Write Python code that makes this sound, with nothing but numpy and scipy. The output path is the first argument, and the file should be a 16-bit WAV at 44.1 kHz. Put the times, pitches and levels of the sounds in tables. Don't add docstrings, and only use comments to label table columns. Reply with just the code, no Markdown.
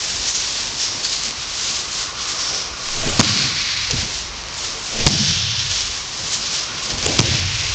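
import sys
import numpy as np
from scipy import signal
from scipy.io import wavfile

SR = 44100
rng = np.random.default_rng(int(sys.argv[2]) if len(sys.argv) > 2 else 0)


def transcribe(signal):
    frames = np.atleast_2d(signal).T
    limited = np.clip(frames, -1, 1)
    pcm = np.round(limited * 32767).astype(np.int16)
    wavfile.write(sys.argv[1], SR, pcm)


def decibels_to_gain(level_db):
    exponent = np.asarray(level_db, float) / 20
    return 10 ** exponent


N = 341334

# start_s, boom_db, hardness_db (knock re boom), scuff_db (dull contact re boom)
LOADS = [(0.039, -47.5, 1, 3), (0.532, -48.5, 1, -10), (0.851, -59, 15, 17), (1.188, -48, 5, -12),
         (1.62, -48.5, 1.5, 3), (1.778, -45, -26, -12), (2.254, -51, -11, 9), (2.437, -58.5, 7, 22.5),
         (2.9, -43.5, 2, 9), (3.0, -34.5, -3, 5.5), (3.132, -31.5, 1, -2.5), (3.317, -38, 6, 2),
         (3.479, -39, -6.5, -23), (3.687, -39.5, -19, -22), (3.89, -38, 0.5, 1.5), (4.582, -44, -17, 3.5),
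         (4.893, -49.5, 9, 16.5), (4.946, -33, -3, -0.5), (5.057, -29.5, -1.5, -8), (5.205, -30.5, -8, -11),
         (5.365, -32.5, -19, -29), (5.547, -34.5, -15, -25), (6.124, -44, -0.5, 2), (6.666, -45.5, 0.5, 1),
         (6.834, -40.5, 1.5, 5), (7.0, -35, 5, 7.5), (7.246, -33, 1.5, 0.5), (7.166, -27.5, -4.5, -9),
         (7.361, -30, -29, -24), (7.545, -32, -25, -6)]


def rms_one(x):
    return x / np.sqrt(np.mean(x ** 2) + 1e-20)


def at_hz(points, hz):
    table_hz, table_db = np.transpose(points)
    return np.interp(np.log(hz), np.log(table_hz), table_db)


def band(x, low_hz, high_hz):
    return signal.sosfilt(signal.butter(2, [low_hz, high_hz], "band", fs=SR, output="sos"), x)


def resonate(x, modes):
    out = 0
    for k, (hz, width_hz, level_db) in enumerate(modes):
        r = np.exp(-np.pi * width_hz / SR)
        poles = [1, -2 * r * np.cos(2 * np.pi * hz / SR), r * r]
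        out = out + (-1) ** k * decibels_to_gain(level_db) * signal.lfilter([1 - r, 0, r - 1], poles, x)
    return rms_one(out)


def drift(rate_hz):
    r = np.exp(-40 * np.pi * rate_hz / SR)
    slow = signal.lfilter([1], [1, -2 * r, r * r], rng.standard_normal(N // 20 + 4002))[4000:]
    return np.interp(np.arange(N) / 20, np.arange(len(slow)), rms_one(slow))


def moments():
    return np.arange(0, N + 200, 200)[:, None] / SR


def every_sample(slow):
    return np.interp(np.arange(N) / SR, moments()[:, 0], slow)


def swells(middle_s, half_s):
    return np.exp(-((moments() - middle_s) / half_s) ** 2)


def total_db(rest_db, shapes, event_db):
    power = decibels_to_gain(2 * rest_db) + shapes @ decibels_to_gain(2 * event_db)
    return every_sample(10 * np.log10(power))


def bursts(rows):
    out, t = np.zeros(N + SR), np.arange(-SR // 4, SR // 4) / SR
    for s, half_s, peak_db, hz in rows:
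        swing = np.cos(2 * np.pi * hz * t) * np.exp(-(t / half_s) ** 2)
        out[round(s * SR) - SR // 4:][:len(t)] -= decibels_to_gain(peak_db) * swing
    return out[:N]


def sag_db():
    # start_s, depth_db, deepest_after_s
    sags = [
        (3.194, 2.5, 0.44),
        (3.909, -0.5, 0.2),
        (5.1, 3.5, 0.33),
        (1.3, 2, 0.15),
        (5.9, 1.5, 0.13),
        (7.19, 3.5, 0.27),
    ]
    start_s, depth_db, deepest_s = np.transpose(sags)
    phase = np.maximum(np.arange(N)[:, None] / SR - start_s, 0) / deepest_s
    return -(phase * np.exp(1 - phase)) ** 2 @ depth_db


def flinch_db():
    # start_s, depth_db
    flinches = [
        (3.211, 10),
        (3.917, 0.5),
        (5.0788, 9),
        (7.066, 5.5),
        (7.2036, 11.5),
    ]
    recovery_s = 0.013
    start_s, depth_db = np.transpose(flinches)
    since_s = np.arange(N)[:, None] / SR - start_s
    return -((since_s > 0) * np.exp(-np.abs(since_s) / recovery_s)) @ depth_db


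def friction():
    # middle_s, half_s, hiss_db, edge_db
    # (dry edge over 6.5 kHz re hiss)
    strides = [(0.079, 0.19, -23.5, -7), (0.253, 0.03, -24.5, -15.5), (0.291, 0.017, -22, -5.5),
               (0.418, 0.064, -24, -9), (0.555, 0.14, -23.5, -8), (0.831, 0.048, -23, -8),
               (0.952, 0.18, -27.5, -9), (1.037, 0.0036, -24.5, -4.5), (1.051, 0.008, -22, -6),
               (1.59, 0.027, -33.5, -9.5), (4.261, 0.026, -34.5, -9.5), (1.135, 0.064, -23.5, -6.5),
               (1.265, 0.031, -24.5, -5), (1.443, 0.15, -28, -10), (1.705, 0.12, -22, -7),
               (1.979, 0.057, -23, -6), (2.05, 0.06, -29, -8), (2.222, 0.04, -25.5, -10.5),
               (2.303, 0.033, -24, -7), (2.477, 0.14, -24.5, -8.5), (2.932, 0.096, -26, -7.5),
               (3.108, 0.102, -26, -4.5), (4.168, 0.059, -25.5, -8.5), (4.656, 0.077, -25.5, -8),
               (4.89, 0.093, -32, -2.5), (5.172, 0.18, -21.5, -11), (5.775, 0.072, -22, -11),
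               (6.244, 0.12, -27.5, -8.5), (6.341, 0.046, -23.5, -3.5), (6.44, 0.03, -24, -11),
               (6.558, 0.099, -23.5, -11), (6.901, 0.099, -27.5, -9.5), (7.142, 0.03, -23, -8.5),
               (7.123, .006, -23.5, -12.5), (4.965, 0.032, -30, -9.5), (3.27, .05, -27, -9),
               (5.33, .05, -28, -10), (7.35, .06, -28.5, -9),
               (0.356, 0.011, -21.5, -6.5), (2.414, 0.0069, -27, -5.5), (4.001, .03, -32, -10.5),
              (4.582, .015, -34.5, 2.5), (5.715, 0.005, -24, -9.5), (6.338, .006, -26, -4),
              (6.347, .005, -25.5, -4), (6.546, .018, -24.5, -5), (6.843, 0.019, -27, -4),
              (6.91, 0.0094, -21.5, -12), (7.264, 0.0099, -25, -12.5)]
    # start_s, length_s, hiss_db, drag_db (under 3 kHz re hiss), edge_db (re hiss)
    rolls = [
        (3.132, 0.32, -22, -4, -9.5),
        (3.486, 0.37, -25, -3.5, -14),
        (3.862, 0.13, -23, -7, -10),
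        (5.141, 0.47, -23, -7.5, -22),
        (5.516, 0.47, -27.5, -8.5, -8.5),
        (6.927, 0.15, -23, -6, -9),
        (7.13, 0.24, -20.5, -8.5, -14),
        (7.429, 0.4, -24, -8.5, -10.5),
    ]
    # start_s, length_s, hiss_db, drag_db (re hiss), edge_db (re hiss)
    topples = [
        (2.927, 0.2, -34.5, 5, -12.5),
        (4.878, 0.13, -31.5, 1.5, -12.5),
        (6.602, 0.16, -32, -1, -13),
    ]
    rise_s, fade_s = 0.13, 0.07
    stride_drag_db = -9.5
    far_hiss_db, far_drag_db, far_edge_db = -32.5, -37, -45.5
    middle_s, half_s, stride_db, stride_edge_db = np.transpose(strides)
    start_s, length_s, roll_db, roll_drag_db, roll_edge_db = np.transpose(rolls + topples)
    since_s = moments() - start_s
    fade = np.exp(-np.maximum(since_s - length_s, 0) / fade_s)
    roll_shapes = np.clip(since_s / rise_s, 0, 1) ** 2 * fade
    shapes = np.hstack([swells(middle_s, half_s), roll_shapes])
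    level_db = np.r_[stride_db, roll_db]
    relative_drag_db = np.r_[stride_drag_db + 0 * middle_s, roll_drag_db]
    relative_edge_db = np.r_[stride_edge_db, roll_edge_db]
    hiss_db = total_db(far_hiss_db, shapes, level_db)
    drag_db = total_db(far_drag_db, shapes, level_db + relative_drag_db)
    edge_db = total_db(far_edge_db, shapes, level_db + relative_edge_db)
    return hiss_db, drag_db - hiss_db, edge_db - hiss_db


def sliding():
    # hz, level_db (per Hz)
    slide_colour = [(1300, -26), (1450, -6.5), (1650, -9), (2030, -9), (2840, -3.5), (4500, 0.6), (5500, 1),
                    (6400, 0), (7100, 0.5), (7500, 2.5), (7900, 0.5)]
    # middle_s, half_s, squeak_hz, width_octaves, lift_db
    squeaks = [(0.334, 0.083, 6200, 0.26, 5), (0.82, 0.06, 5900, 0.36, 3.5), (0.92, 0.06, 5340, 0.15, 3),
               (1.052, 0.01, 4600, 0.11, 9), (5.01, 0.033, 2300, 0.24, 3.5), (3.05, .03, 1900, .5, 4),
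               (1.1, 0.01, 4530, 0.11, 0.5), (1.14, 0.11, 4570, 0.12, 5.5),
               (1.712, 0.051, 3760, 0.21, -0.5), (2.206, 0.03, 3320, 0.17, 4.5),
               (2.537, 0.2, 5450, 0.14, 6), (3.41, 0.23, 4310, 0.28, 6), (3.77, 0.17, 4210, 0.24, 5.5),
               (3.61, 0.36, 2110, .25, 5.5), (5.18, 0.17, 5220, 0.22, 3), (5.46, 0.36, 3310, 0.25, 4.5),
               (6.4, 0.096, 5050, 0.17, 1.5), (7.297, .08, 5400, 0.25, -2), (7.5, 0.41, 2300, 0.51, 6.5)]
    hiss_db, drag_db, edge_db = friction()
    slips_per_s = 9000
    slip_db = 4.56 * np.minimum(rng.exponential(1, (2, N)), 5)
    slips = (rng.random((2, N)) < slips_per_s / SR) * decibels_to_gain(slip_db)
    grains = rng.standard_normal((2, N)) * (2.6 + slips)
    flutter = drift(33)
    middle_s, half_s, squeak_hz, octaves, lift_db = np.transpose(squeaks)
    stride = swells(middle_s, half_s)
    edges_hz, out = np.geomspace(1200, 8200, 18), 0
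    for k, (low_hz, high_hz) in enumerate(zip(edges_hz, edges_hz[1:])):
        hz = np.sqrt(low_hz * high_hz)
        heavy = np.interp(hz, [2600, 3700], [1, 0])
        dry_edge = np.interp(hz, [5800, 7200], [0, 1])
        tilt_db = heavy * (drag_db + 8.5) + dry_edge * (edge_db + 5.5)
        squeak_db = stride @ (lift_db * np.exp(-(np.log2(hz / squeak_hz) / octaves) ** 2))
        flicker_db = 0.75 * flutter + every_sample(squeak_db)
        gain = decibels_to_gain(at_hz(slide_colour, hz) + tilt_db + flicker_db)
        out = out + gain * band(grains[k % 2], low_hz, high_hz)
    return decibels_to_gain(hiss_db + 1.5) * rms_one(out)


def hall_air():
    # hz, level_db (per Hz)
    air_colour = [(82, -32), (140, 1.5), (198, -9.5), (232, -2.5), (728, -3), (798, -3), (1140, 1),
                  (1280, -18), (2200, -1), (2860, -36), (4840, -120)]
    # hz, width_hz, level_db
    vent_modes = [(1086, 190, 5), (1467, 190, 4)]
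    # time_s, whistle_db
    draught = [(0.0, -45), (0.86, -40), (1.7, -32.5), (2.22, -27.5), (2.91, -30.5), (3.32, -23.5),
               (3.8, -34.5), (4.15, -48), (4.85, -31.5), (5.45, -54), (5.75, -33), (6.14, -39), (6.7, -29),
               (7.3, -38), (7.74, -30.5)]
    low_air_sag, high_air_sag = 1.5, 0.36
    air_db = -39.5
    sag = sag_db()
    vent_s, whistle_db = np.transpose(draught)
    vent_db = np.interp(np.arange(N) / SR, vent_s, whistle_db)
    white = rng.standard_normal((3, N))
    edges_hz, out = np.geomspace(140, 2400, 10), 0
    for k, (low_hz, high_hz) in enumerate(zip(edges_hz, edges_hz[1:])):
        hz = np.sqrt(low_hz * high_hz)
        sinks = np.interp(hz, [620, 850], [low_air_sag, high_air_sag])
        out = out + decibels_to_gain(at_hz(air_colour, hz) + sinks * sag) * band(white[k % 2], low_hz, high_hz)
    whistle = resonate(resonate(white[2], vent_modes), vent_modes)
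    return decibels_to_gain(air_db + 2.5) * rms_one(out) + decibels_to_gain(vent_db - 9.5) * whistle


def loading(rest_db, relative_db, t60_s):
    rise_s = 0.082
    start_s, boom_db = np.transpose(LOADS)[:2]
    since_s = moments() - start_s
    decay_db = -120 * np.maximum(since_s - rise_s, 0) / t60_s
    shapes = np.clip(since_s / rise_s, 0, 1) ** 2 * decibels_to_gain(decay_db)
    return total_db(rest_db, shapes, boom_db + relative_db)


def floor_boom():
    # hz, width_hz, level_db
    floor_modes = [(82.5, 12, -13.5), (100.2, 12, -10.5)]
    # hz, width_hz, level_db
    panel_modes = [(125.8, 24, -1.5), (160, 13, -2.5), (180, 32, -7)]
    # hz, width_hz, level_db
    knock_modes = [(224.4, 13, 8), (272, 63, -3), (329.3, 22, -0.5)]
    hard_db, scuff_db = np.transpose(LOADS)[2:]
    panel_relative_db = 3 + 0.47 * hard_db
    shake, sag = rng.standard_normal((4, N)), sag_db()
    boom_db = loading(-52.5, 0, t60_s=1)
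    panel_db = loading(-50, panel_relative_db, t60_s=0.9)
    knock_db = loading(-56, hard_db, t60_s=0.78) + sag
    contact_db = loading(-48.5, scuff_db, t60_s=0.99) + sag
    boom = decibels_to_gain(boom_db) * resonate(band(shake[0], 81, 160), floor_modes)
    panels = decibels_to_gain(panel_db) * resonate(band(shake[1], 107, 187), panel_modes)
    knock = decibels_to_gain(knock_db) * resonate(band(shake[2], 200, 400), knock_modes)
    contact = decibels_to_gain(contact_db) * rms_one(band(shake[3], 300, 770))
    return boom + panels + knock + contact


def hands():
    # middle_s, half_s, rumble_db
    jolts = [(0.19, 0.039, -39), (2.744, 0.031, -43), (3.078, 0.048, -32), (3.197, 0.036, -38.5),
             (3.948, 0.084, -33), (4.223, 0.4, -41), (5.03, 0.049, -33.5), (5.388, 0.059, -41),
             (5.822, 0.13, -38), (6.935, 0.016, -34), (7.129, 0.13, -35), (7.42, 0.077, -34),
             (7.717, 0.17, -35.5)]
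    still_db = -45.5
    middle_s, half_s, jolt_db = np.transpose(jolts)
    rumble = rms_one(band(band(rng.standard_normal(N), 21, 68), 36, 120))
    return decibels_to_gain(total_db(still_db, swells(middle_s, half_s), jolt_db)) * rumble


def snaps():
    # time_s, peak_db
    creases = [(0.15, -17), (0.197, -13.0), (0.257, -13), (0.3, -9), (0.462, -11.0), (0.5972, -14),
               (0.6072, -15), (0.6407, -7), (1.053, -9.5), (1.15, -11), (1.2426, -15), (1.2558, -11.0),
               (1.2847, -9.5), (1.4733, -14), (1.766, -17), (1.946, -15), (2.1853, -14), (2.3825, -15.0),
               (2.406, -10), (2.5476, -11), (2.888, -6), (2.9471, -13), (3.0168, -7), (3.0339, -11),
               (3.0549, -12), (3.0765, -6), (3.1493, -9), (3.1757, -13.0), (3.2798, -5), (3.368, -9),
               (3.4121, -11), (3.596, -11.0), (3.614, -16), (3.6292, -12.0), (3.666, -12), (3.875, -9),
               (3.9774, -10), (4.0155, -13), (4.4377, -11), (4.5496, -21), (5.132, -10.0), (5.2826, -9),
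               (5.3093, -6), (5.7158, -5.5), (5.9117, -17), (6.0091, -17.0), (6.0592, -23), (6.1356, -13),
               (6.293, -12.5), (6.3374, -13.5), (6.3553, -9.5), (6.554, -15.5), (6.563, -11), (6.9071, -10),
               (6.912, -14), (7.1213, -10.0), (7.429, -10), (7.4934, -13.0)]
    low_hz, high_hz = 900, 7600
    s, peak_db = np.transpose(creases)
    clicks = np.full(N, 1e-18)
    clicks[np.round(s * SR).astype(int)] = decibels_to_gain(peak_db) * rng.choice([-1, 1], len(s))
    unit_peak = np.abs(band(np.eye(1, 64)[0], low_hz, high_hz)).max()
    return band(clicks, low_hz, high_hz) / unit_peak


def floor_rings():
    # middle_s, half_s, peak_db, hz
    rings = [(0.985, 0.017, -37, 130), (1.285, .025, -38, 215), (1.39, .015, -34, 72),
             (4.42, 0.027, -42, 170), (4.77, 0.021, -38, 450), (5.5, 0.017, -32, 140),
             (5.54, 0.018, -39, 180), (5.65, .025, -32, 135), (5.71, 0.017, -28, 95),
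             (5.72, 0.027, -42, 502), (6.25, .025, -35, 156), (6.41, 0.044, -41, 214),
             (6.51, 0.026, -40, 171), (6.57, .02, -38, 150), (6.775, .02, -33, 135),
             (6.94, 0.018, -32, 64.6), (7.52, .025, -31, 135), (3.27, .025, -32, 217),
             (3.33, .015, -24.5, 105), (3.37, .02, -31, 180), (3.415, 0.016, -31, 130),
             (3.46, .015, -34.5, 290), (3.575, 0.014, -32, 100), (5.108, .01, -24, 150),
             (5.136, .01, -20, 120), (5.163, .01, -20.5, 156), (5.212, .012, -19.5, 139),
             (5.233, 0.011, -21, 190), (5.255, 0.011, -22.5, 140), (3.934, 0.011, -30.5, 420),
             (7.088, .004, -24, 270), (7.099, 0.0044, -21, 260), (7.214, 0.0043, -17.5, 250),
             (7.135, .01, -32, 620)]
    return bursts(rings)


def ticks():
    # time_s, peak_db
    catches = [(1.2358, -6), (1.309, -5.5), (2.403, -11.5), (3.228, -11), (3.2382, -5), (3.245, -5),
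               (3.901, -12), (3.9137, -6), (3.9162, -4.5), (3.9105, -4.5), (4.4854, -13.5), (4.542, -14),
               (5.761, -15), (6.9838, -5.5), (7.0274, -5), (3.231, -6.5), (3.9028, -9), (3.9052, -11.5),
               (5.0937, -15), (5.118, -14), (7.059, -5), (7.0775, -13), (7.2282, -8)]
    out, t = np.zeros(N), np.arange(SR // 40) / SR
    for s, peak_db in catches:
        tick = band(rng.standard_normal(len(t)) * np.exp(-t / 0.0003), 2500, 8000)
        out[round(s * SR):][:len(t)] += decibels_to_gain(peak_db) * tick / np.abs(tick).max()
    return out


def gusts():
    # trough_s, half_s, peak_db, hz
    flaps = [
        (2.948, .08, -28, 14.7),
        (3.083, .09, -26, 14.5),
        (3.08, .012, -30, 25),
        (4.965, .02, -31, 16),
        (5.034, .036, -20, 17),
    ]
    return bursts(flaps)


def thuds():
    # start_s, peak_db, mat_hz, t60_s
    landings = [(3.1938, 4, 235, .035), (3.1968, -5, 700, .015), (3.2005, -5, 128, .065),
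                (7.1902, 0, 340, .022), (5.0585, -5, 62, .05), (5.105, -19, 205, .2), (5.205, -21, 215, .2),
                (3.932, -15, 130, .08), (3.9405, -17, 240, .05), (3.961, -17, 105, .07),
                (5.0635, -6, 140, .11), (5.066, -6, 320, .03), (7.0628, -12, 450, .03),
                (7.064, -16, 95, .08), (7.192, -10, 165, .07), (3.295, -21, 112, .2), (3.44, -19, 130, .12),
                (7.284, -13, 88, .2), (3.072, -21, 420, .15), (5.285, -24, 165, .1), (7.197, -9, 105, .14),
                (4.03, -24, 220, .1), (7.285, -21, 340, .08), (3.035, -21, 650, .08),
                (3.198, -6, 1050, .015), (5.0665, -12, 900, .02), (7.0633, -6, 3300, .01),
                (7.065, -18, 1900, .012), (7.2035, -11, 2400, .012)]
    mat_low_cut_hz = 52
    out, t = np.zeros(N), np.arange(SR // 2) / SR
    for s, peak_db, hz, t60_s in landings:
        at = round(s * SR)
        swing = np.sin(2 * np.pi * hz * t) * decibels_to_gain(peak_db - 60 * t / t60_s)
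        out[at:at + len(t)] += swing[:N - at]
    return signal.sosfilt(signal.butter(2, mat_low_cut_hz, "high", fs=SR, output="sos"), out)


def bumps():
    # middle_s, half_s, peak_db, hz
    more_rebounds = [(3.065, 0.0057, -19.5, 149), (3.07, 0.024, -27, 250), (3.24, 0.013, -25, 296),
                     (3.3, 0.041, -27.5, 205), (3.39, 0.039, -33, 195), (3.91, 0.0095, -30, 497),
                     (3.923, 0.0069, -27, 120), (3.995, 0.013, -22.5, 78), (4.032, 0.015, -28, 130),
                     (5.015, 0.019, -28, 473), (5.204, .012, -18.5, 200), (5.312, 0.014, -21, 160),
                     (5.37, 0.023, -33, 175), (5.443, 0.018, -23, 106), (5.51, 0.021, -27, 108),
                     (5.59, 0.025, -27, 110), (7.09, 0.025, -28.5, 434), (7.112, .012, -25, 72),
                     (7.248, .012, -23, 115), (7.262, 0.027, -27, 340), (7.265, 0.022, -33, 534),
                     (7.335, .03, -32, 222), (7.36, .03, -34, 345), (7.458, .022, -18.5, 97.5),
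                     (7.56, 0.021, -27, 112), (7.603, .015, -22, 90.5), (7.705, 0.017, -27, 86)]
    return bursts(more_rebounds)


def slaps():
    slap_s = [3.1941, 3.2003, 3.2037, 3.2113, 3.9092, 5.0648, 5.069, 5.0715, 5.0785, 5.0862, 5.1095]
    last_slap_s = [7.063, 7.066, 7.187, 7.1902, 7.194, 7.2032, 7.2127, 7.2225]
    # level_db (rms), length_ms, bright_db, pocket_hz (trapped air)
    puffs = [(1.5, 3.2, 3.5, 4600), (-1.5, 2.1, 5, 5400), (0, 2.4, -1.5, 3400), (0, 1.4, -2.5, 4900),
             (-12.5, 4, 6.5, 5200), (2, 2.7, 5, 5200), (-7.5, 2.3, -4, 2600), (-3.5, 2.2, 0, 3800),
             (-11.5, 3.4, 9, 6300), (-10.5, 1.8, 13, 5000), (-21.5, 4, 15, 4700), (-6.5, 2.6, 2.5, 8400),
             (-15, 3.8, 11, 11000), (-9.5, 0.83, 7, 4600), (0, 4.7, 0.5, 4200), (-8, 3.2, 11, 3500),
             (-7.5, 2.1, 4, 8200), (-12.5, 1.4, 5.5, 5200), (-20, 1, 3, 4500)]
    spread = 1.5
    out, t = np.zeros(N), np.arange(SR // 40) / SR
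    for s, (level_db, length_ms, bright_db, pocket_hz) in zip(slap_s + last_slap_s, puffs):
        air = rng.standard_normal(len(t))
        body = rms_one(band(air, 500, 3400))
        pocket = rms_one(band(air, pocket_hz / spread, min(pocket_hz * spread, 7600)))
        colour = rms_one(body + decibels_to_gain(bright_db) * pocket)
        attack = np.minimum(t / 0.000055, 1)
        shape = attack * np.exp(-(t * 1000 / max(length_ms, 0.5)) ** 3)
        out[round(s * SR):][:len(t)] += decibels_to_gain(level_db) * colour * shape
    return out


def scene():
    steady = decibels_to_gain(flinch_db()) * (sliding() + hall_air())
    light = snaps() + floor_rings() + ticks()
    bodies = floor_boom() + hands() + gusts() + thuds() + bumps() + slaps()
    mono = steady + light + bodies
    return np.array([mono, mono])


def roll_off(x):
    return signal.sosfilt(signal.butter(12, 9100, fs=SR, output="sos"), x)


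def record(dry):
    recorder_sr, stretch_hz, top_cut_hz = 16000, 7700, 9280
    overload, hold = 0.66, 0.73
    low_rate = signal.resample_poly(dry[0], 160, 441)
    clipped = low_rate / (1 + np.abs(low_rate / overload) ** 8) ** (1 / 8)
    smooth = signal.firwin(24 * 441 + 1, stretch_hz, window=("kaiser", 9), fs=recorder_sr * 441)
    stretched = signal.resample_poly(clipped, 441, 160, window=smooth)[:N]
    held = stretched / (1 + np.abs(stretched / hold) ** 10) ** (1 / 10)
    held = signal.sosfilt(signal.cheby2(14, 32, top_cut_hz, fs=SR, output="sos"), held)
    return roll_off(np.array([held, held]))


dry = scene()
out = record(dry)
transcribe(out)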